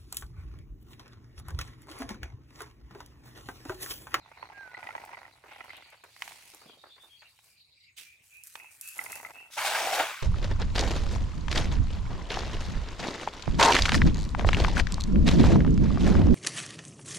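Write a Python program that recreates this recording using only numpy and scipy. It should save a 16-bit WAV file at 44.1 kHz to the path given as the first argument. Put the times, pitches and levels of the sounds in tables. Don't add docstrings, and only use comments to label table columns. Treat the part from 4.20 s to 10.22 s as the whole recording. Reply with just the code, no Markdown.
import sys
import numpy as np
from scipy import signal
from scipy.fft import rfft, irfft, next_fast_len
from scipy.io import wavfile
from scipy.ndimage import uniform_filter1d

SR = 44100
rng = np.random.default_rng(int(sys.argv[2]) if len(sys.argv) > 2 else 0)


def digitize_waveform(pressure):
    field = np.atleast_2d(pressure).T
    bounded = np.clip(field, -1, 1)
    quanta = np.round(bounded * 32767).astype(np.int16)
    wavfile.write(sys.argv[1], SR, quanta)


N = 265658
T = np.arange(N) / SR

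LAND_S, CLOSE_S, LAND_ATTACK_S, CALM_DB_PER_S = 5.364, 5.814, 0.02, 97
SURGE_FALL_DB_PER_S = 302
# start in seconds, hold in seconds,
# splatter level in dB, spray level in dB, both against the steady landing.
SURGES = [(5.363, .004, 0.5, -21), (5.438, 0.014, -1, 3.5), (5.498, 0.098, -1, -5),
          (5.715, 0.019, -2.5, 0.5), (5.776, 0.0065, 3.5, -3.5), (5.876, 0.0056, -4, -13)]


def landing(axis):
    steady = swell(LAND_S, CLOSE_S - LAND_S - LAND_ATTACK_S, 0, LAND_ATTACK_S, CALM_DB_PER_S)
    surges = [swell(s, hold, db[axis], LAND_ATTACK_S, SURGE_FALL_DB_PER_S) for s, hold, *db in SURGES]
    return together([steady] + surges)


TOUCH_S, TOUCH_DB, SKIM_SPLATTER_DB = 5.303, -8.5, -11.5
SETTLE_DB, SETTLE_SPRAY_DB, SETTLE_FALL_DB_PER_S = -8, -7, 15
SPLATTER_DB, SPRAY_DB, THUMP_DB = -35.5, -37, -68.5
# frequency in Hz, level in dB.
SPLATTER_COLOUR = [(60, -29), (170, -27), (330, -19), (600, -16.5), (1100, 1.5), (1550, 6.5), (1850, 2),
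                   (2300, 6), (3500, -2.5), (5000, -17), (9000, -47)]
# frequency in Hz, level in dB.
SPRAY_COLOUR = [(1500, -24), (3500, 0.5), (6000, 0), (9000, -4), (12000, -7.5), (16000, -11)]


def splash():
    hiss, impact = noise(POND, lead=0.48), landing(axis=0)
    settle = swell(CLOSE_S, 0, SETTLE_DB, LAND_ATTACK_S, SETTLE_FALL_DB_PER_S)
    skim = swell(TOUCH_S, 0, TOUCH_DB, attack_s=0.033, fall_db_per_s=56)
    churn = together([impact, settle, gain_of(SKIM_SPLATTER_DB) * skim])
    mist = together([landing(axis=1), skim, gain_of(SETTLE_SPRAY_DB) * settle])
    out = plops(impact, churn)
    splatter = coloured(crackle(hiss, per_s=1000, spread_db=2, life=0.0021), SPLATTER_COLOUR)
    out += gain_of(SPLATTER_DB) * churn * splatter
    fizz = patchy(noise(POND, lead=0.28), depth_db=1.5)
    spray = coloured(crackle(fizz, per_s=3500, spread_db=1.1, life=0.0014), SPRAY_COLOUR)
    out += panned(1.8) * gain_of(SPRAY_DB) * mist * spray
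    out += gain_of(THUMP_DB) * impact * evened(band(hiss, 58, 150))
    return out


# start in seconds, relative level in dB,
# starting pitch of the air cavity in Hz.
SLAPS = [(5.379, -23, 1330), (5.448, -12.5, 808), (5.55, -12.5, 1580), (5.67, -15, 765), (5.684, -29, 750),
         (5.728, -13.5, 739), (5.768, -15, 823), (5.797, -11, 764), (5.803, -14, 868)]


def slaps():
    hiss, out = noise(POND, lead=0.48), np.zeros((2, N))
    for s, db, hz in SLAPS:
        puff = burst(hiss, s + .3, life=0.027, rise=0.0014)
        add(out, s, gain_of(db - 15.5) * peaked(band(puff, 630, 2700)))
        add(out, s, gain_of(db - 7.5) * panned(0.62) * bubble(hz, cycles=7.7, climb=0.0133))
    return out


POCKET_HZ, POCKET_SAG_HZ_PER_S, POCKET_RISE_HZ_PER_S = 834, 329, 1900
POCKET_DB, POCKET_GROWTH_DB_PER_S, POCKET_FALL_DB_PER_S = -38.5, 8.5, 54
GULP_RATIO, GULP_DB, GULP_GROWTH_DB_PER_S = .63, -58.5, 21
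SMALL_BUBBLES_DB = -41


def plops(impact, churn):
    during, after = np.clip(T, LAND_S, CLOSE_S) - LAND_S, np.maximum(T - CLOSE_S, 0)
    hz = POCKET_HZ - POCKET_SAG_HZ_PER_S * during + POCKET_RISE_HZ_PER_S * after
    plunge = impact * gain_of(-POCKET_FALL_DB_PER_S * after)
    pocket_gain = gain_of(POCKET_DB + POCKET_GROWTH_DB_PER_S * during)
    pockets = pocket_gain * bubbles(hz, scatter=.165, cycles=5, count=560)
    gulp_gain = gain_of(GULP_DB + GULP_GROWTH_DB_PER_S * during)
    gulps = gulp_gain * bubbles(GULP_RATIO * hz, scatter=0.175, cycles=4.6, count=120)
    small = gain_of(SMALL_BUBBLES_DB) * bubbles(2.5 * hz, scatter=.36, cycles=9.3, count=700)
    return plunge * (pockets + gulps) + churn * small


def bubbles(typical_hz, scatter, cycles, count):
    out = np.zeros((2, N))
    for k, (size, loud, side) in enumerate(rng.standard_normal((count, 3))):
        at = np.interp((k + rng.random()) / count, [0, 1], [TOUCH_S, T[-1]])
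        hz = np.interp(at, T, typical_hz) * np.exp(scatter * size)
        one = bubble(hz, cycles, climb=0.018)
        add(out, at, gain_of(5.8 * loud) * panned(4.0 * side) * one)
    power = uniform_filter1d((out ** 2).mean(0), size=1500)
    return out / np.sqrt(abs(power) + 1e-6)


def bubble(hz, cycles, climb, size=3000):
    turns = hz * np.arange(size) / SR
    age = turns / cycles
    tone = np.sin(2 * np.pi * turns * (1 + climb * np.minimum(age, 4)))
    return tone * np.exp(-age) * (1 - np.exp(-turns * 2))


SWING_S, SWING_DB, SWING_ATTACK_S, SWING_FALL_DB_PER_S = 3.762, -44, 0.02, 152
# frequency in Hz, level in dB.
SWING_COLOUR = [(450, -27), (1100, -20), (2600, -0.5), (4000, -8), (7600, -9), (16000, -15.5)]
SWISH_ATTACK_S = 0.028
# start in seconds, hold in seconds, relative level in dB, fall in dB per second.
SWISHES = [(2.796, 0.014, -66, 80), (3.05, .15, -71.5, 67), (3.213, 0.064, -65.5, 160),
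           (4.015, 0.13, -64, 80), (4.228, 0.1, -57, 61), (4.488, 0.035, -58.5, 100),
           (4.604, .32, -50.5, 60)]
# frequency in Hz, level in dB.
FLIGHT_COLOUR = [(800, -17.5), (1500, 2), (3500, -2.5), (5500, 1.5), (9000, 6), (13000, 2.5), (16000, -3)]


def net():
    hiss = patchy(noise(NEAR), depth_db=1.8)
    bundle = crackle(hiss, per_s=2000, spread_db=3, life=.002)
    threads = crackle(hiss, per_s=2600, spread_db=3, life=.001)
    jerk = swell(SWING_S, 0, SWING_DB, SWING_ATTACK_S, SWING_FALL_DB_PER_S)
    mesh = together(swell(s, hold, db, SWISH_ATTACK_S, fall) for s, hold, db, fall in SWISHES)
    out = panned(-4) * jerk * coloured(bundle, SWING_COLOUR)
    return out + gain_of(1.5) * mesh * coloured(threads, FLIGHT_COLOUR)


# start in seconds, relative level in dB.
TICKS = [(0.851, -40.5), (1.4458, -45), (1.568, -41.5), (1.702, -46.5), (1.84, -42), (2.3472, -36.5),
         (4.2366, -31.5), (4.271, -31.5), (4.6115, -22.5), (4.6757, -27), (4.6874, -25.5), (4.7815, -26.5),
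         (4.8393, -26.5), (4.907, -37), (4.92, -25), (4.9552, -27.5)]


def sinkers():
    hiss, out = patchy(noise(NEAR), depth_db=1.8), np.zeros((2, N))
    for s, db in TICKS:
        tick = burst(hiss, s, life=.001) + .13 * burst(hiss, s + .1, life=.014)
        add(out, s, gain_of(db - 2.5) * panned(-.8) * peaked(band(tick, 6340, 13900)))
    return out


STRIDE_ATTACK_S, STRIDE_FALL_DB_PER_S = 0.1, 53
# start in seconds, hold in seconds, level in dB.
STRIDES = [(.54, 0.2, -63), (1.203, .25, -64.5), (1.797, .05, -64.5), (1.938, 0.057, -50.5),
           (2.188, 0.025, -56)]
WALK_S, WALK_DB = 2.94, -71
# frequency in Hz, level in dB.
RUSTLE_COLOUR = [(450, -7.5), (760, -1.5), (1400, -4.5), (2200, 5), (3200, 2), (4300, 0), (5500, -0.5),
                 (10000, -2), (16000, -10)]
BRUSH_ATTACK_S, BRUSH_FALL_DB_PER_S = .06, 100
# start in seconds, level in dB.
BRUSHES = [(1.27, -54), (1.485, -52)]


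def grass():
    blades = crackle(patchy(noise(NEAR), depth_db=1.8), per_s=2000, spread_db=3, life=.002)
    steps = STRIDES + [(0.0098, WALK_S, WALK_DB)]
    legs = together(swell(*row, STRIDE_ATTACK_S, STRIDE_FALL_DB_PER_S) for row in steps)
    cloth = together(swell(s, 0, db, BRUSH_ATTACK_S, BRUSH_FALL_DB_PER_S) for s, db in BRUSHES)
    out = panned(-1.44) * legs * coloured(blades, RUSTLE_COLOUR)
    return out + cloth * evened(band(blades, 1870, 3420))


# start in seconds, relative level in dB, centre frequency in Hz.
SCUFFS = [(1.236, -40.5, 910), (1.721, -40.5, 1350), (1.836, -40, 1040), (2.333, -43, 695),
          (2.414, -44.5, 720), (2.457, -45.5, 393), (2.488, -43.5, 636), (2.524, -54.5, 594),
          (2.567, -53.5, 420), (2.636, -39.5, 766), (2.763, -46.5, 1060), (2.833, -49, 716),
          (3.017, -41, 1420)]


def scuffs():
    hiss, out = crackle(noise(NEAR), per_s=700, spread_db=3.5, life=0.0021), np.zeros((2, N))
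    for s, db, hz in SCUFFS:
        puff = band(burst(hiss, s, life=0.03, rise=0.00079), hz * 0.38, hz * 2.05, order=3)
        add(out, s, gain_of(db - 2.5) * peaked(puff))
    return out


# start in seconds, relative level in dB.
SNAPS = [(1.963, -37), (2.0208, -17), (2.077, -27.5), (2.119, -36.5), (3.189, -46), (4.354, -27)]
# frequency in Hz, level in dB.
SNAP_COLOUR = [(200, -38), (480, -21), (750, 6.5), (1400, 2), (2300, 7.5), (3700, -3), (6000, -7.5),
               (16000, -19.5)]


def snaps():
    hiss, out = coloured(noise(NEAR), SNAP_COLOUR), np.zeros((2, N))
    for s, db in SNAPS:
        crack = burst(hiss, s, life=0.0021, rise=0.0013) + 0.06 * burst(hiss, s + .1, life=0.015)
        add(out, s, gain_of(db - 2.0) * panned(-1.8) * peaked(crack))
    return out


# start in seconds, relative level in dB, low ring against high in dB
CREAKS = [(0.059, -48, 15), (0.116, -42.5, 4), (0.172, -46.5, 4), (0.227, -33.5, 3.5), (0.299, -43.5, 16),
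          (0.545, -33.5, -25), (0.569, -38, -6), (0.628, -37, -5), (0.67, -33.5, -14), (0.689, -34, -6),
          (0.706, -35, -21), (0.751, -32.5, 2), (0.779, -36, -8), (0.837, -36.5, 21), (0.891, -43, 15),
          (0.932, -38.5, -1), (0.945, -39, -17), (0.97, -38, -3), (1.051, -43, -14), (1.406, -34.5, -17),
          (1.503, -37, -25), (4.399, -41.5, -31), (4.443, -46, -3), (4.79, -24.5, -18.5), (4.813, -36, -12),
          (4.861, -33.5, -16), (4.928, -33.5, -30), (5.049, -31, -35), (5.068, -39, -31)]
# frequency in Hz, level in dB,
# time to fall by 60 dB in seconds.
SHELL_LOW = [(640, -9, 0.0055), (898, 13, 0.023), (1020, -3, 0.074)]
# frequency in Hz, level in dB,
# time to fall by 60 dB in seconds.
SHELL_HIGH = [(1343, 2.5, 0.027), (1990, 11, 0.026), (2088, 5, 0.023), (2360, -25, 0.0054)]
# frequency in Hz, level in dB.
STRAIN_COLOUR = [(100, -24), (280, -6), (520, -4), (720, 4.5), (900, 6), (1190, -2.5), (1430, 1),
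                 (1720, -4.5), (2010, 3.5), (2650, -7), (3100, -15), (6000, -18.5), (12000, -76)]


def grip():
    hiss, out = noise(NEAR, lead=0.63), np.zeros((2, N))
    for s, db, low_db in CREAKS:
        push = burst(hiss, s, life=.0022) + .06 * burst(hiss, s + .1, life=.008)
        body = peaked(ring(push, SHELL_HIGH) + gain_of(low_db + 6.0) * ring(push, SHELL_LOW))
        add(out, s, gain_of(db + 1) * panned(-4.0) * peaked(band(body, 300, 2840, order=3)))
    fine = coloured(crackle(hiss, per_s=420, spread_db=3.8, life=.0024), STRAIN_COLOUR)
    return out + gain_of(-2.5) * panned(-2.0) * fine * strain()


def ring(push, modes):
    t = np.arange(push.shape[1]) / SR
    answer = np.zeros(len(t))
    for hz, db, t60 in modes:
        answer += gain_of(db - 60 * t / t60) * np.cos(2 * np.pi * hz * rng.normal(1, .03) * t)
    return peaked(signal.fftconvolve(push, answer[None], axes=1)[:, :len(t)])


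STRAIN_ATTACK_S, STRAIN_FALL_DB_PER_S = 0.038, 75
# start in seconds, hold in seconds, relative level in dB.
STRAINS = [(0.0, 0.14, -57), (0.162, 0.46, -52), (0.54, 0.41, -48), (1.248, 0.26, -50.5),
           (2.03, 0.042, -55), (4.336, 0.028, -60), (4.748, 0.31, -47.5)]


def strain():
    return together(swell(*row, STRAIN_ATTACK_S, STRAIN_FALL_DB_PER_S) for row in STRAINS)


WHISTLE_S, WHISTLE_HOLD_S, WHISTLE_DB = 0.32, 0.05, -47.5
WHISTLE_ATTACK_S, WHISTLE_FALL_DB_PER_S = 0.071, 170
LOW_HOLD_S, LOW_DB = 0.095, -57
WHISTLE_HIGH_HZ, WHISTLE_LOW_HZ, SLIDE_AT_S, SLIDE_S = 1627, 1466, .443, 0.045


def near_bird():
    slide = (1 + np.tanh((T - SLIDE_AT_S) / SLIDE_S)) / 2
    hz = WHISTLE_HIGH_HZ + (WHISTLE_LOW_HZ - WHISTLE_HIGH_HZ) * slide
    parts = [(WHISTLE_S, WHISTLE_HOLD_S, WHISTLE_DB), (SLIDE_AT_S, LOW_HOLD_S, LOW_DB)]
    effort = together(swell(*part, WHISTLE_ATTACK_S, WHISTLE_FALL_DB_PER_S) for part in parts)
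    near = panned(-5.5) * effort * np.sqrt(2) * np.sin(2 * np.pi * np.cumsum(hz) / SR)
    return near + gain_of(-14) * field(near, t60=.4)


# start in seconds, length in seconds, relative level in dB,
# start pitch in Hz, end pitch in Hz (the pitch wavers around this line).
NOTES = [(0.0, 0.054, -64.5, 4520, 3320), (2.458, .085, -59.5, 3560, 2974), (2.572, 0.074, -63, 3700, 3820),
         (2.691, 0.05, -56.5, 3490, 3570), (2.796, 0.048, -56, 3400, 3680), (2.89, 0.077, -60, 3180, 3280),
         (3.009, .063, -63.5, 2584, 2860)]


def far_birds():
    far = np.zeros((2, N))
    for s, length, db, start_hz, end_hz in NOTES + list(pips()):
        u = np.linspace(0, 1, round(length * SR))
        wobble = evened(uniform_filter1d(rng.standard_normal(8000), size=90))
        pitch = (start_hz + (end_hz - start_hz) * u) * (1 + .03 * np.resize(wobble, len(u)))
        shape = np.sqrt(2 * abs(np.sin(np.pi * u)))
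        add(far, s, gain_of(db) * shape * np.sin(2 * np.pi * np.cumsum(pitch) / SR)[None])
    return gain_of(-3.0) * far + gain_of(1.5) * field(far, t60=0.24)


PIP_S, PIP_EVERY_S, PIP_LENGTH_S, PIP_GLIDE_HZ = 3.588, .257, 0.1236, 89
PIP_HZ, PIP_DB, PIP_FIRST_LOWER_HZ, PIP_FIRST_SOFTER_DB, PIP_WARMUP_S = 2580, -49.5, 441, 18, .55
PIP_PITCH_HASTE = 1.504


def pips(count=7):
    for age in PIP_EVERY_S * np.arange(count):
        cold = np.exp(-age / PIP_WARMUP_S)
        hz = PIP_HZ - PIP_FIRST_LOWER_HZ * cold ** PIP_PITCH_HASTE
        yield PIP_S + age, PIP_LENGTH_S, PIP_DB - PIP_FIRST_SOFTER_DB * cold, hz, hz + PIP_GLIDE_HZ


def field(x, t60, size=30000):
    tail = rng.standard_normal((2, size)) * np.exp(-np.log(1000) * np.arange(size) / SR / t60)
    return signal.fftconvolve(x, tail / np.linalg.norm(tail[0]), axes=1)[:, :N]


HIGH_BAND_ATTACK_S, HIGH_BAND_FALL_DB_PER_S = 0.1, 100
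# start in seconds, hold in seconds, level in dB.
HIGH_BAND_LEVELS = [(0.0, 1.2, -70.5), (1.3, 2.25, -65)]


def high_band():
    level = together(swell(*row, HIGH_BAND_ATTACK_S, HIGH_BAND_FALL_DB_PER_S) for row in HIGH_BAND_LEVELS)
    hiss = patchy(rng.standard_normal((2, N)), depth_db=6)
    return level * evened(band(hiss, 3780, 4800, order=3))


GUST_DB, GUST_FALL_DB_PER_S, BREEZE_DB, HANDLING_RUMBLE_DB = -67, 5.5, -81, -26


def rumble():
    wind = np.hypot(gain_of(GUST_DB - GUST_FALL_DB_PER_S * T), gain_of(BREEZE_DB))
    level = together([wind, gain_of(HANDLING_RUMBLE_DB) * strain()])
    return level * evened(band(noise(POND), 59.4, 131.4))


# frequency in Hz, level in dB.
AIR = [(25, -33), (60, -19.5), (100, -2.5), (170, -14.5), (300, -10), (600, -14), (1000, -11),
       (1600, -16.5), (2400, 2.5), (3200, -7.5), (6000, -14), (10000, -19.5), (16000, -25)]


def still_air():
    return gain_of(-68.5) * coloured(patchy(noise(NEAR), depth_db=5.5), AIR)


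# frequency in Hz, likeness from 0 to 1.
NEAR = [(100, 0.99), (800, 0.66), (2000, 0.51), (4000, 0.23), (8000, 0.51), (16000, 0.35)]
# frequency in Hz, likeness from 0 to 1.
POND = [(100, 1), (900, 0.84), (2000, 0.99), (3000, 0.65), (6000, 0.52), (16000, 0.43)]


def noise(likeness, lead=0.):
    size = next_fast_len(N)
    hz = np.fft.rfftfreq(size, 1 / SR)
    a, b = rfft(rng.standard_normal((2, size)))
    same = np.clip(read(likeness, hz), -1, 1)
    delay = np.exp(-1j * lead * np.sqrt(hz / 1000))
    right = (same * a + np.sqrt(1 - same ** 2) * b) * delay
    return irfft(np.array([a, right]))[:, :N]


def patchy(x, depth_db, size=512):
    z = signal.stft(x, nperseg=size)[2]
    patches = uniform_filter1d(rng.standard_normal(z.shape[1:]), size=9, axis=0)
    patches = uniform_filter1d(patches, size=10, axis=1)
    return evened(signal.istft(z * gain_of(depth_db * evened(patches)), nperseg=size)[1][:, :N])


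def crackle(hiss, per_s, spread_db, life):
    sizes = gain_of(spread_db * np.minimum(rng.exponential(1, N), 4)) * (rng.random(N) < per_s / SR)
    power = signal.lfilter([1], [1, -np.exp(-2 / (life * SR))], sizes ** 2) + 1e-9
    return hiss * np.sqrt(power / (abs(uniform_filter1d(power, size=3000)) + 1e-9))


def burst(hiss, s, life, rise=0.00035, size=5000):
    t = np.arange(size) / SR
    piece = hiss.take(np.arange(size) + round(s * SR), axis=1, mode="wrap")
    return piece * (1 - np.exp(-t / rise)) * np.exp(-t / life)


def coloured(x, points, size=2048):
    db = np.maximum(read(points, abs(np.fft.fftfreq(size, 1 / SR))), -100)
    log_gain = np.log(gain_of(db))
    taps = np.fft.ifft(np.exp(np.conj(signal.hilbert(log_gain)))).real
    return evened(signal.oaconvolve(x, taps[None, :size // 2], axes=1)[:, :x.shape[1]])


def band(x, low_hz, high_hz, order=2):
    edges = [low_hz, min(high_hz, SR / 2 - 1000)]
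    return signal.sosfilt(signal.butter(order, edges, "band", fs=SR, output="sos"), x)


def swell(s, hold_s, db, attack_s, fall_db_per_s):
    t = T - s
    fall_db = fall_db_per_s * np.maximum(t - attack_s - hold_s, 0)
    return np.clip(t / attack_s, 0, 1) * gain_of(db - fall_db)


def together(envelopes):
    return np.linalg.norm(list(envelopes), axis=0)


def gain_of(db):
    return 10 ** (np.asarray(db) / 20)


def evened(x):
    return x / np.sqrt(np.mean(x ** 2) + 1e-20)


def peaked(x):
    return x / abs(x.mean(0)).max()


def read(points, hz):
    f, value = np.transpose(points)
    return np.interp(np.log(hz + 1), np.log(f + 1), value)


def panned(db):
    return gain_of(np.array([[db], [-db]]) / 2)


def add(mix, s, sound):
    part = mix[:, max(round(s * SR), 0):][:, :sound.shape[1]]
    part += sound[:, :part.shape[1]]


def scene():
    cast = splash() + slaps() + net() + sinkers()
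    walk = grass() + scuffs() + snaps() + grip()
    background = near_bird() + far_birds() + high_band() + rumble() + still_air()
    return cast + walk + background


EDGE_HZ = 16000


def record(dry):
    taps = signal.firwin(511, EDGE_HZ, window=("kaiser", 9), fs=SR)
    return signal.oaconvolve(dry, taps[None], "same")


dry = scene()
out = record(dry)
digitize_waveform(out)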